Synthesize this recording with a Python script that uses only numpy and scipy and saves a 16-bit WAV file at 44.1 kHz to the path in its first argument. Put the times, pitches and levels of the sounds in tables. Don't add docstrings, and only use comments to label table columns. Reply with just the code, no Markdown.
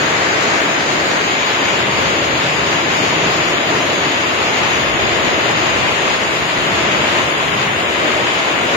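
import sys
import numpy as np
from scipy import signal
from scipy.fft import rfft, irfft, next_fast_len
from scipy.io import wavfile
from scipy.ndimage import uniform_filter1d, map_coordinates

SR = 44100
rng = np.random.default_rng(int(sys.argv[2]) if len(sys.argv) > 2 else 0)


def int16_out(signal):
    q = np.round(np.clip(np.atleast_2d(signal).T, -1, 1) * 32767)
    wavfile.write(sys.argv[1], SR, q.astype(np.int16))


def volts_from_db(level):
    exponent = np.asarray(level, float) / 20
    return 10 ** exponent


N = 386307

TILT_S = 1.25


def unit(x):
    return x / np.sqrt(np.mean(x ** 2) + 1e-20)


def along(points, hz):
    f, v = np.transpose(points)
    return np.interp(np.log(hz + 1), np.log(f + 1), v)


def curves(rows):
    s, *cols = np.transpose(rows)
    return [np.interp(np.arange(N) / SR, s, c) for c in cols]


def wobble(rate):
    knots = rng.standard_normal(int(N * rate / SR) + 4)
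    return map_coordinates(knots, [np.arange(N) * rate / SR])


def spell(start, end, edge_s):
    t = np.arange(N) / SR
    return np.clip(np.minimum(t - start, end - t) / edge_s + .5, 0, 1)


def filtered(x, response):
    m = next_fast_len(N + 8192)
    return irfft(rfft(x, m) * response(np.fft.rfftfreq(m, 1 / SR)), m)[..., :N]


def patchy(x, depth_db):
    z = signal.stft(x, nperseg=512)[2]
    field = uniform_filter1d(rng.standard_normal(z.shape[1:]), size=6, axis=0)
    field = uniform_filter1d(field, size=10, axis=1)
    return signal.istft(z * volts_from_db(depth_db * unit(field)), nperseg=512)[1][:, :N]


def strikes(chance, spread_db, near_db):
    lands = rng.random((2, N)) < chance
    size = volts_from_db(spread_db * np.minimum(rng.exponential(size=(2, N)), 4))
    size = size * rng.choice([-1, 1], size=(2, N))
    return rng.standard_normal((2, N)) + volts_from_db(near_db) * unit(lands * size)


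# (f/Hz, left-right likeness)
PORT_LIKENESS = [(130, 1), (170, .98), (220, .95), (300, .88), (470, .45), (640, .65), (800, .38),
                 (1200, .26), (1700, .2), (2100, .04)]
# (f/Hz, left minus right level/dB)
PORT_LEAN = [(110, -1), (210, 5.5), (330, 1.5), (500, -0.5), (770, 1), (1170, 3), (1790, 5), (2740, 3),
             (4000, 3), (4600, 1.5), (6400, 0), (6900, 4.5), (7600, -9)]
# (f/Hz, lag of the left port/rad)
PORT_LAG = [(60, 3.5), (300, -0.05), (470, 1), (570, 0.17), (900, 1.16), (1200, 2.5), (1600, 3), (2500, 5)]


def ports(pair, spectrum):
    def mix(hz):
        angle = np.arccos(np.clip(along(PORT_LIKENESS, hz), 0, 1)) / 2
        return volts_from_db(along(spectrum, hz)) * [np.cos(angle), np.sin(angle)]

    def split(hz):
        half = volts_from_db(along(PORT_LEAN, hz) / 2) * np.exp(-.5j * along(PORT_LAG, hz))
        return np.array([half, 1 / half])

    mid, side = filtered(pair, mix)
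    return unit(filtered(np.array([mid + side, mid - side]), split))


# (f/Hz, level/dB per Hz)
ROOF_SPECTRUM = [(120, -120), (190, -9.5), (240, -5), (320, 1.5), (400, 1.5), (470, 0), (640, 0),
                 (720, -3.5), (800, -11.5), (1300, -38.5), (2500, -120)]


def roof_drumming(heavy):
    sway_db = 0.87 * wobble(4)
    return volts_from_db(-1.36 + sway_db) * ports(patchy(heavy, depth_db=0.33), ROOF_SPECTRUM)


# (f/Hz, level/dB per Hz)
BOOM_SPECTRUM = [(25, -39), (45, -21.5), (70, -5.5), (100, -1), (160, 3), (210, -6), (280, -21.5),
                 (500, -120)]
# (f/Hz, level/dB of the difference between the ports)
BOOM_SPREAD = [(90, -43), (140, -22), (200, -15)]


def roof_boom(heavy):
    mid, side = filtered(heavy, lambda hz: volts_from_db(along(BOOM_SPECTRUM, hz) + [0 * hz, along(BOOM_SPREAD, hz)]))
    squall_db = 3 * spell(2.3, 3.4, 0.22)
    return unit(np.array([mid + side, mid - side])) * volts_from_db(-12 + 1.3 * wobble(2.5) + squall_db)


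# (f/Hz, level/dB per Hz)
GROUND_SPECTRUM = [(120, -120), (300, -48.5), (640, -4.5), (820, -1), (1030, 1), (1400, -2), (2100, -1),
                   (2900, -3), (3600, -9.5), (4300, -29.5), (5000, -61), (6000, -120)]
# (f/Hz, level/dB)
BEFORE_TILT = [(500, 1), (720, 1.5), (1000, -0.5), (1500, 2.5), (2200, 0.5), (3000, -2), (4500, -1.5)]


def ground_patter(stones, flurry):
    ground = volts_from_db(3.5 + .3 * flurry) * ports(patchy(stones, depth_db=0.5), GROUND_SPECTRUM)
    tilted = spell(TILT_S, N, .03)
    return tilted * ground + (1 - tilted) * filtered(ground, lambda hz: volts_from_db(along(BEFORE_TILT, hz)))


# (f/Hz, level/dB per Hz)
CRACKLE_SPECTRUM = [(1500, -120), (3000, -23), (3900, -0.5), (5210, -1), (5300, -5.5), (5600, -6),
                    (6290, -5), (6420, 1), (6700, 1.5), (7200, -4), (7500, -13), (7850, -19), (8100, -120)]


def ground_crackle(stones, flurry, hard_db):
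    return volts_from_db(hard_db + 3.5 + 0.7 * flurry) * ports(patchy(stones, depth_db=0.5), CRACKLE_SPECTRUM)


# (t/s, fall level/dB, hardness level/dB of the stones)
HAILFALL = [(0.0, -19, -10), (0.07, -20.5, -10.5), (0.78, -19.5, -10.5), (0.83, -21, -8.5),
            (1.61, -20, -11), (3.88, -20.5, -11), (4.54, -19.5, -12), (6.15, -20, -12),
            (6.17, -22.5, -11.5), (7.2, -19, -13), (7.22, -21, -13), (7.44, -20.5, -13.5), (8.69, -21, -14),
            (8.76, -18.5, -12)]


def hail():
    fall_db, hard_db = curves(HAILFALL)
    flurry = wobble(14)
    heavy = strikes(.02, spread_db=2.0, near_db=-11)
    stones = strikes(.016, spread_db=2.0, near_db=-5.5)
    roof = roof_drumming(heavy) + roof_boom(heavy)
    ground = ground_patter(stones, flurry) + ground_crackle(stones, flurry, hard_db)
    return volts_from_db(fall_db + .4 * wobble(7)) * (roof + ground)


# (start t/s, length t/s, level/dB)
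GUSTS = [(0.117, 0.3, -63), (1.02, 0.079, -46), (1.6, 0.44, -45), (1.9, 0.78, -38.5), (3.35, .2, -50),
         (4.15, .1, -58), (4.608, 1.47, -35), (6.1, 0.94, -37), (7.113, .45, -38), (7.75, 0.62, -40),
         (8.55, .2, -51)]
# (f/Hz, level/dB per Hz)
BUFFET_SPECTRUM = [(20, -21), (45, -9.5), (70, 0.5), (115, 0.5), (200, -7.5), (350, -20), (700, -48),
                   (1500, -120)]


def wind():
    gusts = volts_from_db(-70)
    for start, length, db in GUSTS:
        gusts = gusts + volts_from_db(db) * spell(start, start + length, .05)
    lumps = volts_from_db(4.0 * np.array([wobble(22), wobble(22)]) + 1.5 * wobble(8))
    rumble = filtered(rng.standard_normal((2, N)), lambda hz: volts_from_db(along(BUFFET_SPECTRUM, hz)))
    return gusts * unit(lumps * rumble)


def starved(x, coarse, dropped, sway_db, size, count):
    hz, t, z = signal.stft(x, SR, "cosine", nperseg=size)
    bands = np.arange(len(hz)) // count
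    jumps = rng.standard_normal((bands[-1] + 1, len(t)))
    luck = rng.random((bands[-1] + 1, len(t) // 2 + 1))
    power = uniform_filter1d(abs(z) ** 2, size=3 * SR // size, axis=2)
    usual = np.sqrt(abs(uniform_filter1d(power, size=count, axis=1)))
    step = usual * volts_from_db(along(coarse, hz)[:, None] + sway_db * jumps[bands]) + 1e-12
    centre_hz = hz[bands * count + count // 2 * (bands < bands[-1])]
    alive = luck[bands][:, np.arange(len(t)) // 2] > along(dropped, centre_hz)[:, None]
    kept = np.round(abs(z) / step) * step * alive
    return signal.istft(z * kept / (abs(z) + 1e-15), SR, "cosine", nperseg=size)[1][:, :N]


THIN_S = (1.25, 5.75)
GAP_TOP_HZ, GAP_RAGGED_HZ = (7800, 8600), (350, 480)


def ragged_edge(thin):
    top_hz, ragged_hz = [usual + (low - usual) * thin for usual, low in (GAP_TOP_HZ, GAP_RAGGED_HZ)]
    edge_hz = top_hz + ragged_hz * (.5 * wobble(6) + wobble(30))
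    held = edge_hz[np.arange(N) // 2048 * 2048]
    return np.round(held * 128 / SR) * SR / 128


# (f/Hz, level/dB per Hz)
SHELF_SPECTRUM = [(7700, -120), (7880, 0), (10000, 1), (12000, 2), (12850, -6), (12920, -18), (13150, -8),
                  (13880, -10), (14000, 5), (14900, -3), (15000, -17), (15200, -13), (15750, -1.5)]
FIZZ_DB, FIZZ_LEAN_DB = (-46, -48.5), (3, 13.5)


def fizz(core, tilted):
    level_db, pan_db = [before + (after - before) * tilted for before, after in (FIZZ_DB, FIZZ_LEAN_DB)]
    power = (unit(filtered(core, lambda hz: hz > 4000)) ** 2).mean(axis=0)
    follow = abs(uniform_filter1d(power, size=round(.03 * SR)) / uniform_filter1d(power, size=SR))
    noise = unit(filtered(rng.standard_normal((2, N)), lambda hz: volts_from_db(along(SHELF_SPECTRUM, hz))))
    flutter_db = .7 * wobble(12) + 0.45 * wobble(40)
    return noise * follow ** (.6 / 2) * volts_from_db(level_db + flutter_db + np.array([pan_db, -pan_db]) / 2)


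TOP_SHELF_DB = (9, 8)
TOP_ODDS, BUSY_S = (-1, 1.6, .5), 7.05


def top_shelf_db(tilted):
    odds = TOP_ODDS[0] + (TOP_ODDS[1] - TOP_ODDS[0]) * tilted
    odds = odds + (TOP_ODDS[2] - TOP_ODDS[1]) * spell(BUSY_S, N, .03)
    blips = wobble(22) > odds
    return TOP_SHELF_DB[0] + (TOP_SHELF_DB[1] - TOP_SHELF_DB[0]) * tilted - 38 * ~blips


# (start t/s, end t/s, f/Hz)
LEFT_TONES = [(.39, .62, 9350), (.39, 1.4, 10164), (.4, .91, 14643), (.44, .9, 12575), (2.48, 2.62, 10164),
              (2.49, 2.68, 12575), (2.5, 2.7, 11542), (2.68, 2.9, 13609), (4.28, 4.45, 10100),
              (4.31, 4.89, 12575), (4.81, 5.02, 8700), (4.95, 6.18, 10164), (4.96, 8.74, 12575),
              (5.18, 5.5, 8700), (5.29, 5.73, 14643), (5.42, 6.19, 10853), (5.94, 6.15, 9475),
              (6.41, 7.03, 10853), (6.43, 6.65, 14643), (6.48, 7.67, 9475), (7.13, 7.31, 14643),
              (7.56, 7.77, 10853), (7.56, 8.71, 10164), (7.87, 8.38, 10853), (7.99, 8.75, 14643),
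              (8.5, 8.75, 10853)]
# (start t/s, end t/s, f/Hz)
RIGHT_TONES = [(.69, 1.06, 14643), (.88, 1.3, 9475), (1.43, 2.36, 10853), (1.49, 1.83, 14643),
               (1.83, 2.103, 12575), (3.114, 3.45, 11542), (3.11, 5.22, 12575), (4.93, 5.22, 10164),
               (5.31, 5.68, 10853), (5.31, 7.34, 12575), (5.44, 6.15, 14643), (6.71, 7.17, 10853),
               (6.73, 7.116, 10164), (6.73, 7.49, 13609), (6.74, 7.49, 14643), (7.13, 7.66, 9475),
               (7.69, 8.02, 14643), (8.19, 8.63, 14643)]
# (f/Hz, level/dB)
TONE_DB = [
    [(9000, -55), (10800, -55.5), (12600, -56), (14600, -56)],
    [(9000, -67), (10800, -66), (12600, -75), (14600, -76)],
]
EARLY_TONE_DB = (-4, 9)


def thin_tone(port, start, end, tone_hz):
    span = np.arange(round(start * SR), min(round(end * SR), N))
    db = along(TONE_DB[port], tone_hz) + EARLY_TONE_DB[port] * (start < TILT_S)
    centre = (np.floor(tone_hz * 128 / SR) + .5) / 128
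    envelope = signal.windows.tukey(len(span), 400 / len(span))
    return span, volts_from_db(db) * np.sqrt(2) * np.sin(2 * np.pi * centre * span) * envelope


SHELF_EDGES = np.array([24, 26, 28, 30, 32, 35, 38, 41, 44]) * SR / 128
# (f/Hz, step level/dB over the usual level)
COARSE_TREBLE = [(8000, 8), (9000, 4), (9500, 0), (12800, 3.5), (13000, 7), (13900, 8), (14100, 1),
                 (14800, 2), (15000, 7), (15700, 7)]
# (f/Hz, share of bands left empty)
DROPPED_TREBLE = [(8000, .15), (9000, 0.13), (9700, .04), (12800, 0.025), (13000, .4), (13900, .35),
                  (14100, .02), (14700, 0.24), (15000, .4), (15700, .2)]


def rebuilt_treble(core):
    tilted, thin = spell(TILT_S, N, .03), spell(*THIN_S, .03)
    edge_hz = ragged_edge(thin)
    hz, t, z = signal.stft(fizz(core, tilted), SR, nperseg=512)
    frames = np.minimum(t * SR, N - 1).astype(int)
    z[:, hz < SHELF_EDGES[1]] *= volts_from_db((6 - 3 * thin)[frames])
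    z[:, hz[:, None] < edge_hz[frames]] = 0
    z[:, hz > SHELF_EDGES[-1]] *= volts_from_db(top_shelf_db(tilted)[frames])
    tones = np.zeros((2, N))
    for port, rows in enumerate([LEFT_TONES, RIGHT_TONES]):
        for start, end, tone_hz in rows:
            shelf = np.searchsorted(SHELF_EDGES, tone_hz)
            band = (hz >= SHELF_EDGES[shelf - 1]) & (hz < SHELF_EDGES[shelf])
            z[port][np.ix_(band, (t > start) & (t < end))] = 0
            span, tone = thin_tone(port, start, end, tone_hz)
            tones[port, span] += tone
    shelves = signal.istft(z, SR, nperseg=512)[1][:, :N]
    shelves = starved(shelves, COARSE_TREBLE, DROPPED_TREBLE, sway_db=2.0, size=2048, count=24)
    gaps = edge_hz > GAP_TOP_HZ[0] + GAP_RAGGED_HZ[0]
    rim = uniform_filter1d(gaps * thin, size=500) * filtered(core, lambda hz: hz > 7520)
    return shelves + tones * volts_from_db(0.98 * wobble(20)) - rim


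def scene():
    return hail() + wind()


def roll_off(x):
    return signal.sosfilt(signal.butter(12, 15750, fs=SR, output="sos"), x)


# (f/Hz, step level/dB over the usual level)
COARSE = [(600, -12), (1500, -3), (2600, 0), (3300, 4), (4300, 6.5), (5200, 6), (5400, 9), (6300, 10),
          (6450, 4), (7200, 5), (7700, 8)]
# (f/Hz, share of bands left empty)
DROPPED = [(2800, 0), (3300, .004), (4500, .02), (5150, .02), (5330, .25), (5520, .07), (5930, .08),
           (6130, .45), (6330, .12), (6500, 0), (7200, .02), (7800, .4)]


def record(dry):
    dry = dry / (1 + abs(dry / .93) ** 6) ** (1 / 6)
    halves = np.array([dry[0] + dry[1], dry[0] - dry[1]]) / 2
    mid, side = starved(halves, COARSE, DROPPED, sway_db=2.0, size=3072, count=14)
    core = np.array([mid + side, mid - side])
    mix = core + rebuilt_treble(core)
    return roll_off(mix)


dry = scene()
out = record(dry)
int16_out(out)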